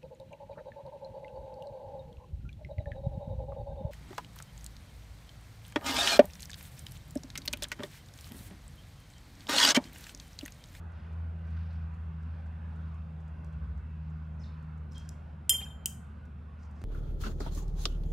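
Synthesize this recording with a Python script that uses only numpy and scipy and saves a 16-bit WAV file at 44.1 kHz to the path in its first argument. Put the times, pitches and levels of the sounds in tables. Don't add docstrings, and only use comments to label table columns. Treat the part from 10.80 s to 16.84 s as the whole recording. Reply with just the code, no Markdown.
import sys
import numpy as np
from scipy import signal
from scipy.fft import rfft, irfft, next_fast_len
from scipy.io import wavfile
from scipy.ndimage import uniform_filter1d, map_coordinates

SR = 44100
rng = np.random.default_rng(int(sys.argv[2]) if len(sys.argv) > 2 else 0)


def file_out(sig):
    cols = np.atleast_2d(sig).T
    lim = np.clip(cols, -1, 1)
    pcm = np.round(lim * 32767).astype(np.int16)
    wavfile.write(sys.argv[1], SR, pcm)


N = 266364


def amp(db):
    return 10 ** (np.asarray(db) / 20)


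def unit(x):
    return x / np.sqrt(np.mean(x ** 2) + 1e-20)


def along(points, hz):
    f, v = np.transpose(points)
    return np.interp(np.log(hz + 1), np.log(f + 1), v)


def curve(rows):
    return np.interp(np.arange(N) / SR, *np.transpose(rows))


def wobble(rate):
    knots = rng.standard_normal(int(N * rate / SR) + 4)
    return map_coordinates(knots, [np.arange(N) * rate / SR])


def filtered(x, response):
    n = x.shape[-1]
    padded = next_fast_len(n + SR // 4)
    spectrum = rfft(x, padded) * response(np.fft.rfftfreq(padded, 1 / SR))
    return irfft(spectrum, padded)[..., :n]


def coloured(spectrum, shape):
    white = rng.standard_normal(shape)
    return unit(filtered(white, lambda hz: amp(along(spectrum, hz))))


def add(track, s, sound):
    part = track[..., round(s * SR):][..., :sound.shape[-1]]
    part += sound[..., :part.shape[-1]]


# (frequency [Hz], likeness [0-1])
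LIKENESS = [(100, 1), (290, .9), (640, 0.21), (1400, 0.32), (2300, 1), (4500, 1), (7000, 0.29),
            (15000, .15)]


def diffuse(spectrum):
    def mid_side_gains(hz):
        turn = np.arccos(np.clip(along(LIKENESS, hz), -1, 1)) / 2
        return np.array([np.cos(turn), np.sin(turn)])
    mid, side = filtered(coloured(spectrum, (2, N)), mid_side_gains)
    return unit(np.array([mid + side, mid - side]))


def patchy(x, depth_db):
    z = signal.stft(x, nperseg=1024)[2]
    field = rng.standard_normal(z.shape[1:])
    field = uniform_filter1d(field, size=4, axis=0)
    field = uniform_filter1d(field, size=14, axis=1)
    return signal.istft(z * amp(depth_db * unit(field)), nperseg=1024)[1][:, :N]


# (frequency [Hz], decay t60 [s])
ROOM_DECAY = [(200, 0.92), (3000, 0.34), (7000, 0.35), (11000, 0.33), (15000, .22)]


def room(x, build_s, lasting=1):
    hz, t, z = signal.stft(rng.standard_normal((2, SR // 2)), SR, nperseg=256)
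    width = along([(2500, 0.083), (4500, 0.24), (7000, 0.99)], hz)[:, None]
    z = np.array([z[0] + width * z[1], z[0] - width * z[1]]) / np.sqrt(1 + width ** 2)
    t60 = lasting * along(ROOM_DECAY, hz)[:, None]
    envelope = amp(-60 * t / t60) * (1 - np.exp(-t / build_s))
    tail = signal.istft(z * envelope, SR, nperseg=256)[1]
    return signal.fftconvolve(x[None], tail / np.linalg.norm(tail[0]), axes=1)[:, :N]


def from_right(x, lag_s):
    side = np.array([[-1], [1]])
    return filtered(x, lambda hz: np.exp(np.pi * 1j * hz * lag_s * side))


AIR_DB, AIR_FALL_DB_PER_S = -58, .5
# (frequency [Hz], density [dB per Hz])
AIR_SPECTRUM = [(100, 1.5), (300, -2), (430, 1.2), (600, 1.5), (1000, 1), (1350, -1), (1520, 1), (1750, -7),
                (2350, -12), (2650, -10.5), (2950, -16.5), (3500, -19), (4500, -26), (6000, -31.5),
                (11000, -36), (15500, -48.5)]
# (frequency [Hz], left minus right [dB])
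AIR_BALANCE = [(400, 1.5), (750, -0.5), (1290, -5.5), (2200, 0)]


def room_tone():
    t = np.arange(N) / SR
    mains = amp(-55.5 + 2.6 * wobble(3.0)) * np.sin(2 * np.pi * 100 * t)
    side = np.array([[1], [-1]])
    air = patchy(diffuse(AIR_SPECTRUM), depth_db=2.0)
    air = filtered(air, lambda hz: amp(along(AIR_BALANCE, hz) / 2 * side))
    return mains + amp(AIR_DB - AIR_FALL_DB_PER_S * t + 0.78 * wobble(5.2)) * air


MAIN_HZ, MAIN_SAG_HZ_PER_S = 82.2, 1.18
LOWER_HZ, LOWER_SAG_HZ_PER_S = 70, 1.55
THROB_START_S, THROB_PER_S, THROB_GAIN_PER_S2 = .05, 2.2, 1.8
THROB_DB, THROB_FADE_S = 4, 1.5
RUMBLE_DB, NEAREST_S, PASS_S = -50.5, 4.1, 3.5
# (time [s], level [dB])
MAIN_LEVEL = [(0, -47), (.22, -44), (.36, -37.5), (.8, -37.5), (1.6, -40), (2.2, -39.5), (2.35, -43.5),
              (2.7, -41), (3.3, -41), (5.1, -48), (5.8, -44.5)]
# (time [s], level [dB])
OCTAVE_LEVEL = [(0, -53), (.65, -48.5), (1.7, -52), (2.3, -47.5), (3.6, -47.5), (6.04, -69)]
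# (time [s], level [dB])
LOWER_LEVEL = [(0, -59.5), (2.6, -57), (2.8, -44.5), (3, -40.5), (3.2, -52.5), (3.7, -58), (4.8, -54.5),
               (4.95, -47), (6.04, -61)]
# (frequency [Hz], density [dB per Hz])
RUMBLE_SPECTRUM = [(20, -20), (35, -9.5), (55, 3.5), (90, -6), (115, 2), (140, 3), (200, 1), (240, -3),
                   (290, -18.5), (450, -24), (1000, -62.5)]


def engine(main_flutter_db, octave_flutter_db, lower_flutter_db):
    t = np.arange(N) / SR
    main_phase = 2 * np.pi * np.cumsum(MAIN_HZ - MAIN_SAG_HZ_PER_S * t) / SR
    lower_phase = 2 * np.pi * np.cumsum(LOWER_HZ - LOWER_SAG_HZ_PER_S * t) / SR

    age = t - THROB_START_S
    throbs = age * (THROB_PER_S + THROB_GAIN_PER_S2 * age / 2)
    throb_db = THROB_DB * np.exp(-age / THROB_FADE_S) * np.cos(2 * np.pi * throbs)

    main_db = curve(MAIN_LEVEL) + throb_db + main_flutter_db * wobble(7)
    main = amp(main_db) * np.sin(main_phase + 0.18 * wobble(11.0))
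    octave_db = curve(OCTAVE_LEVEL) + octave_flutter_db * wobble(9)
    octave = amp(octave_db) * np.sin(2 * main_phase + rng.uniform(0, 2 * np.pi))
    lower_db = curve(LOWER_LEVEL) + lower_flutter_db * wobble(5.5)
    lower = amp(lower_db) * np.sin(lower_phase + 0.13 * wobble(2.0))

    nearness = 1 / np.hypot(1, (t - NEAREST_S) / PASS_S)
    rumble = nearness * amp(RUMBLE_DB + 1.2 * wobble(8)) * diffuse(RUMBLE_SPECTRUM)
    return np.sqrt(2) * (main + octave + lower) + rumble


# (time [s], length [s], first pitch [Hz], final pitch [Hz], glide [s], level [dB])
BIRD_NOTES = [(2.88, 0.063, 1525, 1493, .02, -67), (3.594, 0.053, 6500, 5210, .009, -67.5),
              (3.634, 0.018, 4550, 3530, .008, -59), (4.111, .03, 6100, 5180, .006, -67.5),
              (4.143, .05, 4730, 3190, .006, -58.5), (5.41, 0.053, 1476, 1470, 0.03, -63.5)]


def bird(rough):
    out = np.zeros(N)
    for s, length, first_hz, final_hz, glide_s, db in BIRD_NOTES:
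        t = np.arange(round(length * SR)) / SR
        glide = np.exp(-(t / glide_s) ** 3)
        hz = final_hz + (first_hz - final_hz) * glide
        hz = hz * (1 + rough * wobble(900)[:len(t)])
        swell = np.sin(np.pi * (t / length) ** .7)
        add(out, s, amp(db) * swell * np.sin(2 * np.pi * np.cumsum(hz) / SR))
    return out


# (time [s], length [s], level [dB])
PAPER_RUBS = [(0.079, 0.24, -69), (0.598, 0.49, -66), (1.241, .58, -74.5), (1.841, .44, -75),
              (2.601, .42, -78), (3.032, .5, -76), (4.098, .17, -70), (4.301, 0.28, -77),
              (5.856, 0.22, -76.5)]
# (frequency [Hz], density [dB per Hz])
PAPER_SPECTRUM = [(600, -5.5), (1500, 12.5), (2200, 4), (2650, 7), (3100, 0.5), (4700, -1), (5600, -6),
                  (7000, -19), (12000, -25.5), (15500, -29.5)]


def paper_rubs(grain_db):
    out = np.zeros(N)
    for s, length, db in PAPER_RUBS:
        u = np.linspace(0, 1, round(length * SR))
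        rub = coloured(PAPER_SPECTRUM, N)[:len(u)]
        add(out, s, amp(db) * np.sin(np.pi * u) * rub)
    return out * amp(grain_db * wobble(120))


# (time [s], length [s], level [dB])
BRISTLE_SWISHES = [(3.585, 0.14, -69), (4.11, 0.218, -65.5), (5.785, 0.13, -71), (5.92, 0.19, -74.5)]
# (frequency [Hz], density [dB per Hz])
BRISTLE_SPECTRUM = [(2000, -20), (4000, -1), (5500, 5.5), (7700, -4), (9500, -13), (15500, -22)]


def swishes(rise_s, grain_db):
    out = np.zeros(N)
    for s, length, db in BRISTLE_SWISHES:
        t = np.arange(round(length * SR)) / SR
        swell = (1 - np.exp(-t / rise_s)) * (1 - t / length)
        add(out, s, amp(db) * swell * coloured(BRISTLE_SPECTRUM, len(t)))
    return out * amp(grain_db * wobble(90))


# (time [s], level [dB], before the snap's trim)
CLEAR_TICKS = [(0.3273, -67), (0.7048, -66), (2.142, -68), (2.4788, -66), (2.646, -56), (2.9756, -67),
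               (3.8247, -70), (3.9754, -70), (4.1212, -53), (4.1323, -52), (4.1808, -40), (4.291, -34.5),
               (5.4534, -60), (5.911, -62)]
PAINT_START_S, PAINT_END_S, DAB_DB, DAB_SCATTER_DB = 0.11, 3.3, -73.5, 3
# (frequency [Hz], density [dB per Hz])
TICK_SPECTRUM = [(1000, -14), (3000, -9.5), (5500, 5), (7500, 5), (10000, -4), (11700, -4.5), (15500, -12)]
TAP_S, TAP_DB, TAP_T60_S = 6.0165, -45, 0.025
# (frequency [Hz], density [dB per Hz])
TAP_SPECTRUM = [(150, -20), (400, 17), (900, -11), (1800, 3), (4200, -17), (8500, -14.5), (10500, -33)]


def ticks(t60, smear_db, smear_t60, count):
    out, t = np.zeros(N), np.arange(SR // 20) / SR
    slices = (np.arange(count) + rng.random(count)) / count
    dab_s = PAINT_START_S + (PAINT_END_S - PAINT_START_S) * slices
    dabs = zip(dab_s, DAB_DB + DAB_SCATTER_DB * rng.standard_normal(count))
    for s, db in [*CLEAR_TICKS, *dabs]:
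        snap = amp(db - 6.5 - 60 * t / t60)
        scuff = amp(smear_db - 60 * t / smear_t60) * (1 - np.exp(-t / 0.0035))
        add(out, s, (snap + scuff) * coloured(TICK_SPECTRUM, len(t)))
    add(out, TAP_S, amp(TAP_DB - 60 * t / TAP_T60_S) * coloured(TAP_SPECTRUM, len(t)))
    return out


THUD_DB, THUD_T60_S = -47.5, 0.06
# (frequency [Hz], density [dB per Hz])
THUD_SPECTRUM = [(200, -8.5), (350, 0), (560, 6), (900, -3), (1400, -9), (2000, 2.5), (2800, 2),
                 (3600, -20)]


def thuds():
    out, t = np.zeros(N), np.arange(SR // 10) / SR
    for s, ring_db, *_ in RIM_KNOCKS:
        bump = amp(THUD_DB + ring_db - 60 * t / THUD_T60_S)
        add(out, s, bump * coloured(THUD_SPECTRUM, len(t)))
    return out


# (time [s], level [dB])
SLOSH_LEVEL = [(4.69, -85), (4.705, -53), (4.755, -56.5), (4.785, -71), (4.817, -55.5), (4.87, -64),
               (4.97, -90)]
# (frequency [Hz], density [dB per Hz])
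WATER_SPECTRUM = [(250, -5), (400, 1.5), (600, 3), (950, 0), (1400, -4), (2600, 4), (3800, -10.5),
                  (6000, -14), (12000, -26)]


def slosh(lumps_db):
    lumpy = amp(lumps_db * wobble(250)) * coloured(WATER_SPECTRUM, N)
    return amp(curve(SLOSH_LEVEL)) * unit(lumpy)


# (time [s], pitch [Hz], level [dB], rise [share of the pitch])
BIG_DROPS = [(4.705, 1220, -46.5, 0.22), (4.729, 1950, -41.5, .3), (4.745, 2500, -41, -.1),
             (4.749, 960, -49, 0.1), (4.782, 4400, -47, 0.63), (4.801, 3600, -43, .1),
             (4.804, 1710, -47, .25), (4.81, 2900, -38, -0.098), (4.814, 2400, -42, .15),
             (4.815, 764, -44.5, .1), (4.823, 3400, -45, .5), (4.829, 4500, -51, 0.6),
             (4.841, 4850, -44, 0.8), (4.856, 2640, -47, -.05), (4.863, 1570, -45, 0.34),
             (4.884, 3600, -53.5, 0.091), (4.907, 3530, -50, 0.03)]
SPRAY_S, SPRAY_HZ, SPRAY_OCTAVES = .2, 1493, 3.4
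SPRAY_DB, SPRAY_RANGE_DB, SPRAY_FADE_DB_PER_S = -49, 9, 46


def drops(cycles, spray_rise, count):
    out, t = np.zeros(N), np.arange(SR // 16) / SR
    when, size, weakness, bend = rng.random((count, 4)).T
    delay = SPRAY_S * (np.arange(count) + when) / count
    spray_s = RIM_KNOCKS[0][0] + delay
    spray_hz = SPRAY_HZ * 2 ** (SPRAY_OCTAVES * (size - .5))
    spray_db = SPRAY_DB - SPRAY_RANGE_DB * weakness - SPRAY_FADE_DB_PER_S * delay
    spray = np.transpose([spray_s, spray_hz, spray_db, spray_rise * bend])
    for s, hz, db, rise in [*BIG_DROPS, *spray]:
        age = t / (cycles / hz + 0.017)
        phase = 2 * np.pi * np.cumsum(hz * (1 + rise * np.minimum(age, 1))) / SR
        add(out, s, amp(db + 1.0 - 60 * age) * (1 - np.exp(-t / 0.0023)) * np.sin(phase))
    return out


# (time [s], glass ring [dB], handle click [dB], click t60 [s], ferrule clack [dB],
# free ringing [s], flattening [Hz], share of muting [0-1])
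RIM_KNOCKS = [(4.6942, -0.5, -17, 0.026, -9.5, 1, -1, 0), (5.0584, -12, -22, 0.014, 1.5, 0.0065, 64, 0.8)]
# (frequency [Hz], level [dB], t60 [s], level change at full muting by the handle [dB])
GLASS_MODES = [(3166, -22.5, .31, -2), (3141, -29, .42, -9), (3151, -37, .5, 11), (5200, -32.5, .16, -10),
               (1950, -38, .035, -16), (7097, -24.5, .15, 0), (7143, -41, .44, 1), (7070, -39, .27, 7),
               (9283, -25.5, .18, -2), (9372, -28, .06, -2), (9645, -23.5, .075, -12),
               (9694, -33, .14, -10), (10380, -27, .07, -8), (11377, -24, .12, -4),
               (11462, -19.5, .065, -11), (11558, -26, .06, -6), (11870, -24, .04, -3),
               (13322, -24.5, .06, -10), (15080, -32, .09, -5), (15354, -33, .11, -5),
               (15570, -38, .07, -5)]
# (frequency [Hz], density [dB per Hz])
HANDLE_SPECTRUM = [(150, -44.5), (500, -26), (1400, -30.5), (2300, -15.5), (3050, 1), (4000, -17),
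                   (5300, -4.5), (6200, -1), (7200, -4), (8200, 7.5), (9800, -7.5), (11700, -3.5),
                   (13300, -6.5), (14700, -4.5), (16000, -13)]
# (frequency [Hz], level [dB], t60 [s])
FERRULE_MODES = [(5035, -34.5, 0.008), (6406, -29, 0.0055), (8400, -21.5, 0.007), (12330, -30, .006),
                 (14600, -19.5, .006)]
LOW_CUT_HZ = 1510


def knocks(attack_s, damped_t60, choked_db, slosh_cents, chatter_db, chatter_cents):
    out, t = np.zeros(N), np.arange(SR * 3 // 5) / SR
    hz, mode_db, t60, muting_db = np.transpose(GLASS_MODES)[:, :, None]
    sign = (-1) ** np.arange(len(GLASS_MODES))[:, None]
    clack = np.zeros(len(t))
    for f, db, life in FERRULE_MODES:
        clack += amp(db - 60 * t / life) * np.sin(2 * np.pi * (f * t + rng.random()))
    for s, ring_db, click_db, click_t60, clack_db, free_s, flat_hz, muted in RIM_KNOCKS:
        strength_db = mode_db + muted * muting_db + .5 * rng.standard_normal(hz.shape)
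        water_cents = slosh_cents * wobble(22)[:len(t)]
        rim_cents = (t > free_s) * chatter_cents * wobble(265)[:len(t)]
        waver = 2 ** ((water_cents + rim_cents) / 1200)
        phase = 2 * np.pi * (hz - flat_hz) * np.cumsum(waver) / SR
        ring = np.sum(sign * amp(strength_db - 60 * t / t60) * np.sin(phase), axis=0)
        held_s = np.maximum(t - free_s, 0)
        choke_db = np.maximum(-60 * held_s / damped_t60, choked_db)
        choke_db = choke_db + (held_s > 0) * chatter_db * wobble(146)[:len(t)]
        glass = amp(ring_db + choke_db) * ring * (1 - np.exp(-t / attack_s))
        click = amp(click_db - 60 * t / click_t60) * coloured(HANDLE_SPECTRUM, len(t))
        add(out, s, glass + click + amp(clack_db) * clack)
    return signal.sosfilt(signal.butter(2, LOW_CUT_HZ, "high", fs=SR, output="sos"), out)


# (frequency [Hz], level [dB])
WALL_ANSWER = [(1000, -14), (3100, -13.5), (5200, -14), (7000, -9), (8200, -13.5), (10300, -6),
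               (11500, -10), (13200, -9.5), (14600, -14.5), (15600, -9)]


def scene():
    outside = bird(rough=0.013)
    brush = paper_rubs(grain_db=2.5) + swishes(rise_s=0.031, grain_db=3)
    brush = brush + ticks(t60=0.0098, smear_db=-73, smear_t60=0.055, count=11)
    water = slosh(lumps_db=5.0) + drops(cycles=22, spray_rise=0.25, count=60)
    glass = knocks(attack_s=0.0004, damped_t60=0.043, choked_db=-18,
                   slosh_cents=1.2, chatter_db=4, chatter_cents=32)
    jar = thuds() + water + glass

    background = room_tone() + engine(main_flutter_db=0.8, octave_flutter_db=2.0, lower_flutter_db=4.5)
    song = amp(0.5) * outside + room(outside, build_s=0.006, lasting=1.4)
    near = from_right(jar + brush, lag_s=1.9e-5)
    jar_walls = room(filtered(jar, lambda hz: amp(along(WALL_ANSWER, hz))), build_s=0.0016)
    brush_walls = amp(-12.5) * room(brush, build_s=0.0061)
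    return background + song + near + jar_walls + brush_walls


TOP_HZ = 15950


def record(dry):
    return filtered(dry, lambda hz: 1 / np.sqrt(1 + (hz / TOP_HZ) ** 160))


dry = scene()
out = record(dry)
file_out(out)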